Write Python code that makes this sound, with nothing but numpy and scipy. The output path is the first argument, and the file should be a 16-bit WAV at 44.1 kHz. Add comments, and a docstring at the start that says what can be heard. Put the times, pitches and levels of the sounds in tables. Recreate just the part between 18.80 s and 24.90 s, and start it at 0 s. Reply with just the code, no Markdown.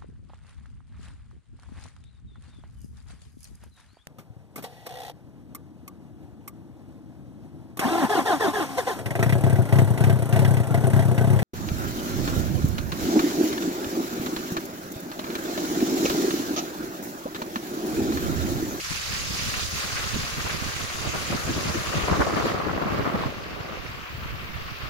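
"""The hiss of a high waterfall fills a gorge: countless drops, churning as clumps of water land.
We hear it through the two ports of a hand-held camera, and past the middle it turns dull, as when
the ports are shaded from the fall. Wind blows on them all the while: large eddies rumble, small ones
flutter, single ones thump or rasp. One gust builds to a ragged flutter and drops away."""
import sys
import numpy as np
from scipy import signal
from scipy.fft import rfft, irfft, next_fast_len
from scipy.io import wavfile
from scipy.ndimage import uniform_filter1d

SR = 44100
rng = np.random.default_rng(int(sys.argv[2]) if len(sys.argv) > 2 else 0)


def master_out(mix):
    """Clip the mix to full scale and print it as 16-bit PCM to the path in sys.argv[1]."""
    frames = np.transpose(np.atleast_2d(mix))
    ceiling = np.clip(frames, -1, 1)
    pcm = np.round(ceiling * 32767).astype(np.int16)
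    wavfile.write(sys.argv[1], SR, pcm)


N = 268921
TIME = np.arange(N) / SR
FFT_SIZE = next_fast_len(N)
BINS_HZ = np.fft.rfftfreq(FFT_SIZE, 1 / SR)

# tone of the fall, open and shaded: (frequency [Hz], left level [dB], right level [dB])
OPEN_TONE = [(150, -24, -23), (372, -8.5, -17.5), (994, -11, -10), (1067, -3.5, -4.5), (1780, -4.5, -3.5),
             (2680, -4.5, -2.5), (3310, -9, -7), (4570, -8.5, -7.5), (4940, -6.5, -5.5), (5060, -12, -9.5),
             (6930, -8, -7.5), (8060, -16.5, -16.5), (9800, -14, -14), (12500, -15, -15),
             (15500, -15.5, -14.5)]
SHADED_TONE = [(150, -60, -17), (353, -11, -30), (925, -15, -13), (1150, -6, -6), (1690, -10, -6.5),
               (2780, -8, -7), (3440, -16, -18), (4750, -22.5, -24.5), (5400, -28, -31.5),
               (7050, -32.5, -40), (8200, -37.5, -46), (10400, -36, -45), (12600, -27, -29),
               (15500, -23.5, -23.5)]
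# how the ports face the fall: (time [s], shade [0-1], lift of the low roar on the left [dB])
STANCE = [(0, 0, -3), (.65, 0.05, -2.5), (.95, 0.02, 3.5), (3.1, 0, 9), (3.5, 0.1, 4), (3.67, 0.27, 5),
          (3.85, 0.67, 3), (4.4, 0.57, 2), (4.7, 0.62, 6.5), (6.1, 0.84, 6)]
# upper mids, treble and air of the hiss: (low edge [Hz], high edge [Hz])
HISS_BANDS = [(2000, 3400), (4000, 7000), (11500, 15500)]
# slow relative level of those bands: (time [s], upper mids [dB], treble [dB], air [dB])
HISS_RIDES = [(0, -42.5, -39, -53.5), (.48, -41, -37.5, -53.5), (.88, -37, -32.5, -47),
              (1.1, -39.5, -37.5, -52), (1.6, -40.5, -40, -53), (2.08, -41.5, -40.5, -55),
              (3.02, -41.5, -39.7, -53.5), (3.2, -37.5, -41, -55), (3.5, -45.5, -44, -59),
              (3.67, -42.5, -42, -58), (3.82, -46.5, -49.5, -63), (4.26, -45, -50.5, -60),
              (4.67, -48, -52, -64.5), (4.97, -48.5, -52, -64), (5.38, -46.5, -54, -60.5),
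              (6.1, -46, -50.5, -60.5)]
# stereo image of the water: (frequency [Hz], left-right correlation [-1 to 1])
WATER_LIKENESS = [(200, 0.17), (900, 0.3), (1800, 0.22), (3500, 0.18), (6000, -0.035), (12000, 0.042)]
# brief swells as heavier sheets of water land, and a few dips: (peak time [s], level change [dB])
SURGES = [(.14, 2), (.35, 2), (.77, -1.7), (.89, -5.5), (.99, -0.7), (1.21, 0.2), (2.38, 1.5), (2.76, 0.7),
          (4.14, 1.5), (4.44, 2), (5.12, 1), (5.42, 1), (6.03, 1.5)]
# a breeze that builds to one long gust and drops: (time [s], strength [dB])
WIND_ARC = [(0, -53), (.3, -48), (.7, -47), (1.5, -47.5), (1.85, -42), (2.12, -46.5), (2.8, -40.5),
            (3.08, -40.5), (3.33, -31), (3.62, -28.5), (3.8, -30.5), (4.44, -30.5), (4.51, -37.5),
            (4.63, -40.5), (4.93, -36.5), (5.2, -50.5), (6.1, -54)]
# short, hard puffs within the wind: (peak time [s], length [s], lift [dB])
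PUFFS = [(0.57, 0.3, 5.5), (0.768, 0.15, 8), (1.188, 0.08, 9), (1.357, 0.082, 9), (1.677, 0.19, 8.5),
         (2.255, .1, 13.5), (2.353, 0.07, 15.5), (2.527, 0.096, 13.5), (2.688, 0.075, 10.5),
         (2.795, 0.14, 7), (2.896, .1, 9.5), (3.173, 0.047, 6), (3.306, .12, 5), (3.415, 0.054, 8.5),
         (3.568, 0.11, 3), (3.662, 0.045, 0.5), (4.074, 0.11, 0), (4.265, 0.062, 2)]
# slow level of the rumble at each port; the left comes and goes: (time [s], left [dB], right [dB])
RUMBLE_GAIN = [(0, -2, -9.5), (.65, -3, 0), (1.05, 1, 1), (1.38, -1.5, 3.5), (1.65, -9, 0),
               (2.25, -20, 0.5), (2.7, 0.5, 0.5), (3.25, 3.5, 1.5), (3.8, 0, -5), (4.35, -0.5, -1.5),
               (4.85, -15, -6.5), (5.4, -1.5, 0), (6.1, -5.5, 1.5)]
# tone of the rumble in a breeze and in a full gust: (frequency [Hz], relative level [dB])
BREEZE_TONE = [(12, -6), (28, -14), (50, -2.5), (75, -0.5), (125, -5), (200, -10.5), (300, -19),
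               (500, -26.5), (1000, -63), (3000, -80)]
GUST_TONE = [(12, -24), (30, -14), (55, -1.5), (95, 1), (150, 2), (230, -3.5), (350, -2), (1000, -27),
             (3000, -80)]
# tone of the small eddies: (frequency [Hz], relative level [dB])
FLUTTER_TONE = [(50, -25), (110, -11), (180, -3), (330, -0.5), (520, 1.5), (700, 0), (900, -4.5),
                (1150, 2.5), (1500, -5.5), (2100, -11), (3200, -33), (6000, -53), (12000, -41)]
# single eddies, dull thumps to brief rasps: (peak time [s], relative level [dB], length [s], centre [Hz])
BUFFETS = [(0.118, -33.5, 0.013, 120), (0.305, -30.5, 0.013, 119), (.51, -28.5, 0.014, 170),
           (.59, -37, .025, 150), (.665, -34, .04, 128), (0.741, -28, .012, 1670),
           (1.17, -27.5, .016, 1870), (1.362, -27, .018, 248), (1.39, -29.5, .035, 140),
           (1.527, -33, 0.016, 70), (1.584, -30, 0.03, 170), (1.661, -31, 0.027, 111),
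           (1.668, -31.5, 0.021, 1100), (1.702, -29, 0.026, 1790), (2.246, -35, 0.025, 110),
           (2.352, -32, 0.024, 130), (2.509, -25.5, .034, 185), (2.53, -29, .015, 520),
           (2.547, -23, 0.014, 222), (2.699, -24, 0.024, 246), (2.77, -25, 0.028, 244),
           (2.885, -34, .024, 90), (2.953, -24, 0.02, 302), (3.136, -27.5, 0.017, 527),
           (3.172, -21.5, 0.029, 109), (3.236, -26, 0.02, 80), (3.283, -25, 0.014, 814),
           (3.315, -27, 0.0037, 895), (3.316, -20, 0.029, 94), (3.334, -23, .024, 990),
           (3.393, -23, 0.026, 115), (3.419, -20, 0.014, 1160), (3.47, -23.5, .015, 500),
           (3.572, -26, .02, 199), (3.655, -23.5, .03, 280), (3.902, -29, 0.016, 138),
           (4.026, -26, .0069, 790), (4.065, -25.5, 0.027, 160), (4.2, -37, .02, 330),
           (4.255, -30, 0.016, 1140), (4.345, -21, 0.018, 174), (4.461, -18.5, 0.0049, 109),
           (4.806, -28, .016, 90), (5.095, -32.5, 0.013, 100), (5.348, -30.5, 0.015, 85),
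           (5.433, -30, 0.0089, 95), (5.457, -29.5, 0.016, 90), (5.755, -38, 0.019, 101)]
# brief cuts in the left channel's bass: (start [s], length [s])
LEFT_BASS_DROPOUTS = [(0.792, .06), (0.98, 0.17), (1.167, 0.16), (1.462, 0.062), (1.726, 0.047),
                      (1.895, .24), (2.386, 0.061), (3.032, 0.11), (4.753, 0.052), (4.958, 0.087),
                      (5.164, 0.12), (5.953, 0.063)]


def gain_of(db):
    """Decibels to amplitude."""
    return 10 ** (np.asarray(db) / 20)


def unit_rms(x):
    """Scales to rms 1."""
    return x / np.sqrt(np.mean(x ** 2) + 1e-20)


def curve(rows, t):
    """Each column of a table, read at the times t."""
    times, *columns = np.transpose(rows)
    return [np.interp(t, times, c) for c in columns]


def spectrum(rows, hz):
    """Each column of a table, read on a log-frequency axis."""
    points_hz, *columns = np.transpose(rows)
    return np.array([np.interp(np.log(hz + 1), np.log(points_hz), c) for c in columns])


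def coloured(x, tone):
    """EQs x with a tone table and scales it to rms 1."""
    eq = gain_of(spectrum(tone, BINS_HZ)[0])
    return unit_rms(irfft(rfft(x, FFT_SIZE) * eq, FFT_SIZE)[:N])


def wander(hz):
    """A random modulator of rms 1 that rolls off above hz."""
    rolloff = np.exp(-(BINS_HZ / hz) ** 2)
    return unit_rms(irfft(rfft(rng.standard_normal(FFT_SIZE)) * rolloff, FFT_SIZE)[:N])


def steadied(x, seconds):
    """Levels out the slow swings of x and keeps the quick ones."""
    size = max(int(seconds * SR), 2)
    return x / np.sqrt(uniform_filter1d(uniform_filter1d(x ** 2, size), size) + 1e-6)


def patches(shape, frames, bins):
    """Random blotches of rms 1 across time and frequency."""
    smeared = uniform_filter1d(rng.standard_normal(shape), frames, 0)
    return unit_rms(uniform_filter1d(smeared, bins, 1))


def swell(t, peak_s, length):
    """A smooth rise from 0 to 1 and back."""
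    return np.cos(np.pi * np.clip((t - peak_s) / length, -.5, .5)) ** 2


def fall_tone(t, hz, roar_hz=1700):
    """The fall's moving EQ in dB per (port, frame, bin): shade dulls it, and three bands ride slowly."""
    shade, roar_db = (c[:, None] for c in curve(STANCE, t))
    tone_db = (1 - shade) * spectrum(OPEN_TONE, hz)[:, None] + shade * spectrum(SHADED_TONE, hz)[:, None]
    tone_db[0] += roar_db / (1 + (hz / roar_hz) ** 4)
    power = (gain_of(tone_db) ** 2).mean(0)
    log_centres = np.log(np.mean(HISS_BANDS, axis=1))
    for (lo, hi), ride_db, solo in zip(HISS_BANDS, curve(HISS_RIDES, t), np.eye(len(HISS_BANDS))):
        trim_db = ride_db - 10 * np.log10(power[:, (hz >= lo) & (hz < hi)].sum(1))
        tone_db += trim_db[:, None] * np.interp(np.log(hz + 1), log_centres, solo)
    return tone_db


def waterfall(level_db=3, clump_db=0.93, splash_db=1.5, churn_db=0.3, heave_db=0.05, surge_s=0.2):
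    """Countless drops merge into a wide hiss; clumps of water landing make it churn."""
    size, hop = 512, 128
    t = np.arange(N // hop + 5) * hop / SR
    hz = np.fft.rfftfreq(size, 1 / SR)
    shape = (len(t), len(hz))
    heave = np.interp(t, TIME, wander(hz=6))
    surges_db = sum(db * swell(t, peak_s, surge_s) for peak_s, db in SURGES)
    hiss_db = fall_tone(t, hz) + (heave_db * heave + surges_db)[:, None]
    hiss_db += clump_db * patches(shape, frames=20, bins=12)
    hiss_db += splash_db * patches(shape, frames=3, bins=30)
    hiss_db += churn_db * patches(shape, frames=8, bins=200)
    noise = rng.standard_normal((4,) + shape)
    left, diffuse = noise[::2] + 1j * noise[1::2]
    likeness = spectrum(WATER_LIKENESS, hz)[0]
    delay = np.exp(-2j * np.pi * hz * 0.25e-3)  # the direct sound reaches the right port 0.25 ms later
    right = likeness * delay * left + np.sqrt(1 - likeness ** 2) * diffuse
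    spectra = np.array([left, right]) * gain_of(hiss_db)
    _, hiss = signal.istft(spectra, nperseg=size, noverlap=size - hop, time_axis=1, freq_axis=2)
    return gain_of(level_db) * np.sqrt(3 / 2) * hiss[:, :N]


def wind_strength():
    """The wind's slow arc with puffs on top, in dB; it drives both rumble and flutter."""
    puffs_db = sum(db * swell(TIME, peak_s, length) for peak_s, length, db in PUFFS)
    return curve(WIND_ARC, TIME)[0] + puffs_db


def rumble(wind_db, gain_db, lump_db, base_db=-19.5, growth=0.33, gust_db=-38, knee_db=3, sway_db=2.5):
    """Large eddies press on one port in lumps; in a gust they are louder, pass faster and sound higher."""
    eddies = rng.standard_normal(N) * gain_of(lump_db * wander(hz=35))
    slow_wind_db = uniform_filter1d(wind_db, SR // 5)
    gust_mix = 1 / (1 + np.exp((gust_db - slow_wind_db) / knee_db))
    pressure = (1 - gust_mix) * coloured(eddies, BREEZE_TONE) + gust_mix * coloured(eddies, GUST_TONE)
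    level_db = base_db + growth * wind_db + gain_db + sway_db * wander(hz=12)
    return steadied(pressure, 0.074) * gain_of(level_db)


def flutter(wind_db, level_db=1.5, shared_db=3.0, own_db=2.5, crossover_hz=900, full_treble_db=-30):
    """Small eddies burst on both ports; the stronger the gust, the brighter they sound."""
    bursts_db = shared_db * wander(hz=110)
    treble_gain = gain_of(np.minimum(wind_db - full_treble_db, 0))
    ports = []
    for side_db in (.5, -.3):
        eddies = rng.standard_normal(N) * gain_of(bursts_db + own_db * wander(hz=290))
        eddies = steadied(coloured(eddies, FLUTTER_TONE), 0.079)
        body = signal.sosfiltfilt(signal.butter(2, crossover_hz, fs=SR, output="sos"), eddies)
        ports.append((body + treble_gain * (eddies - body)) * gain_of(wind_db + level_db + side_db))
    return np.array(ports)


def buffets(level_db=-1, width_octaves=0.39, shared_gain=0.51):
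    """Single eddies hit the camera, each a push of pressure that rises fast and dies away."""
    out = np.zeros((2, N))
    t = np.arange(SR // 4) / SR
    hz = np.fft.rfftfreq(len(t), 1 / SR) + 1
    for peak_s, db, length, centre_hz in BUFFETS:
        noise = rng.standard_normal((3, len(t)))  # left, right, shared
        band = np.exp(-(np.log2(hz / centre_hz) / width_octaves) ** 2 / 4)
        attack_s = length / 2
        envelope = (t / attack_s * np.exp(1 - t / attack_s)) ** 2
        hit = irfft(rfft(noise[:2] + shared_gain * noise[2]) * band, len(t)) * envelope
        hit *= np.linalg.norm(envelope) / np.linalg.norm(hit, axis=1, keepdims=True)
        start = round((peak_s - attack_s) * SR)
        slot = out[:, start:start + len(t)]
        slot += gain_of(db + level_db) * hit[:, :slot.shape[1]]
    return out


def bass_dropouts(x, crossover_hz=290, depth_db=-26, fade_s=0.018):
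    """The left channel's bass cuts out briefly, as under a wind filter."""
    bass = signal.sosfiltfilt(signal.butter(6, crossover_hz, fs=SR, output="sos"), x)
    duck = sum(np.clip(.5 + np.minimum(TIME - start, start + length - TIME) / fade_s, 0, 1)
               for start, length in LEFT_BASS_DROPOUTS)
    return x - (1 - gain_of(depth_db * duck)) * bass


def scene():
    """A bed of falling water, with one wind playing over both ports."""
    wind_db = wind_strength()
    left_db, right_db = curve(RUMBLE_GAIN, TIME)
    left, right = waterfall() + flutter(wind_db) + buffets()
    left += rumble(wind_db, left_db, lump_db=6.5)
    right += rumble(wind_db, right_db, lump_db=4.5)
    return np.array([bass_dropouts(left), right])


def record(dry):
    """A steep high cut at 15.8 kHz takes the very top off the mix."""
    high_cut = signal.firwin(701, 15800, window=("kaiser", 9), fs=SR)
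    return signal.oaconvolve(dry, high_cut[None], "same")


dry = scene()
out = record(dry)
master_out(out)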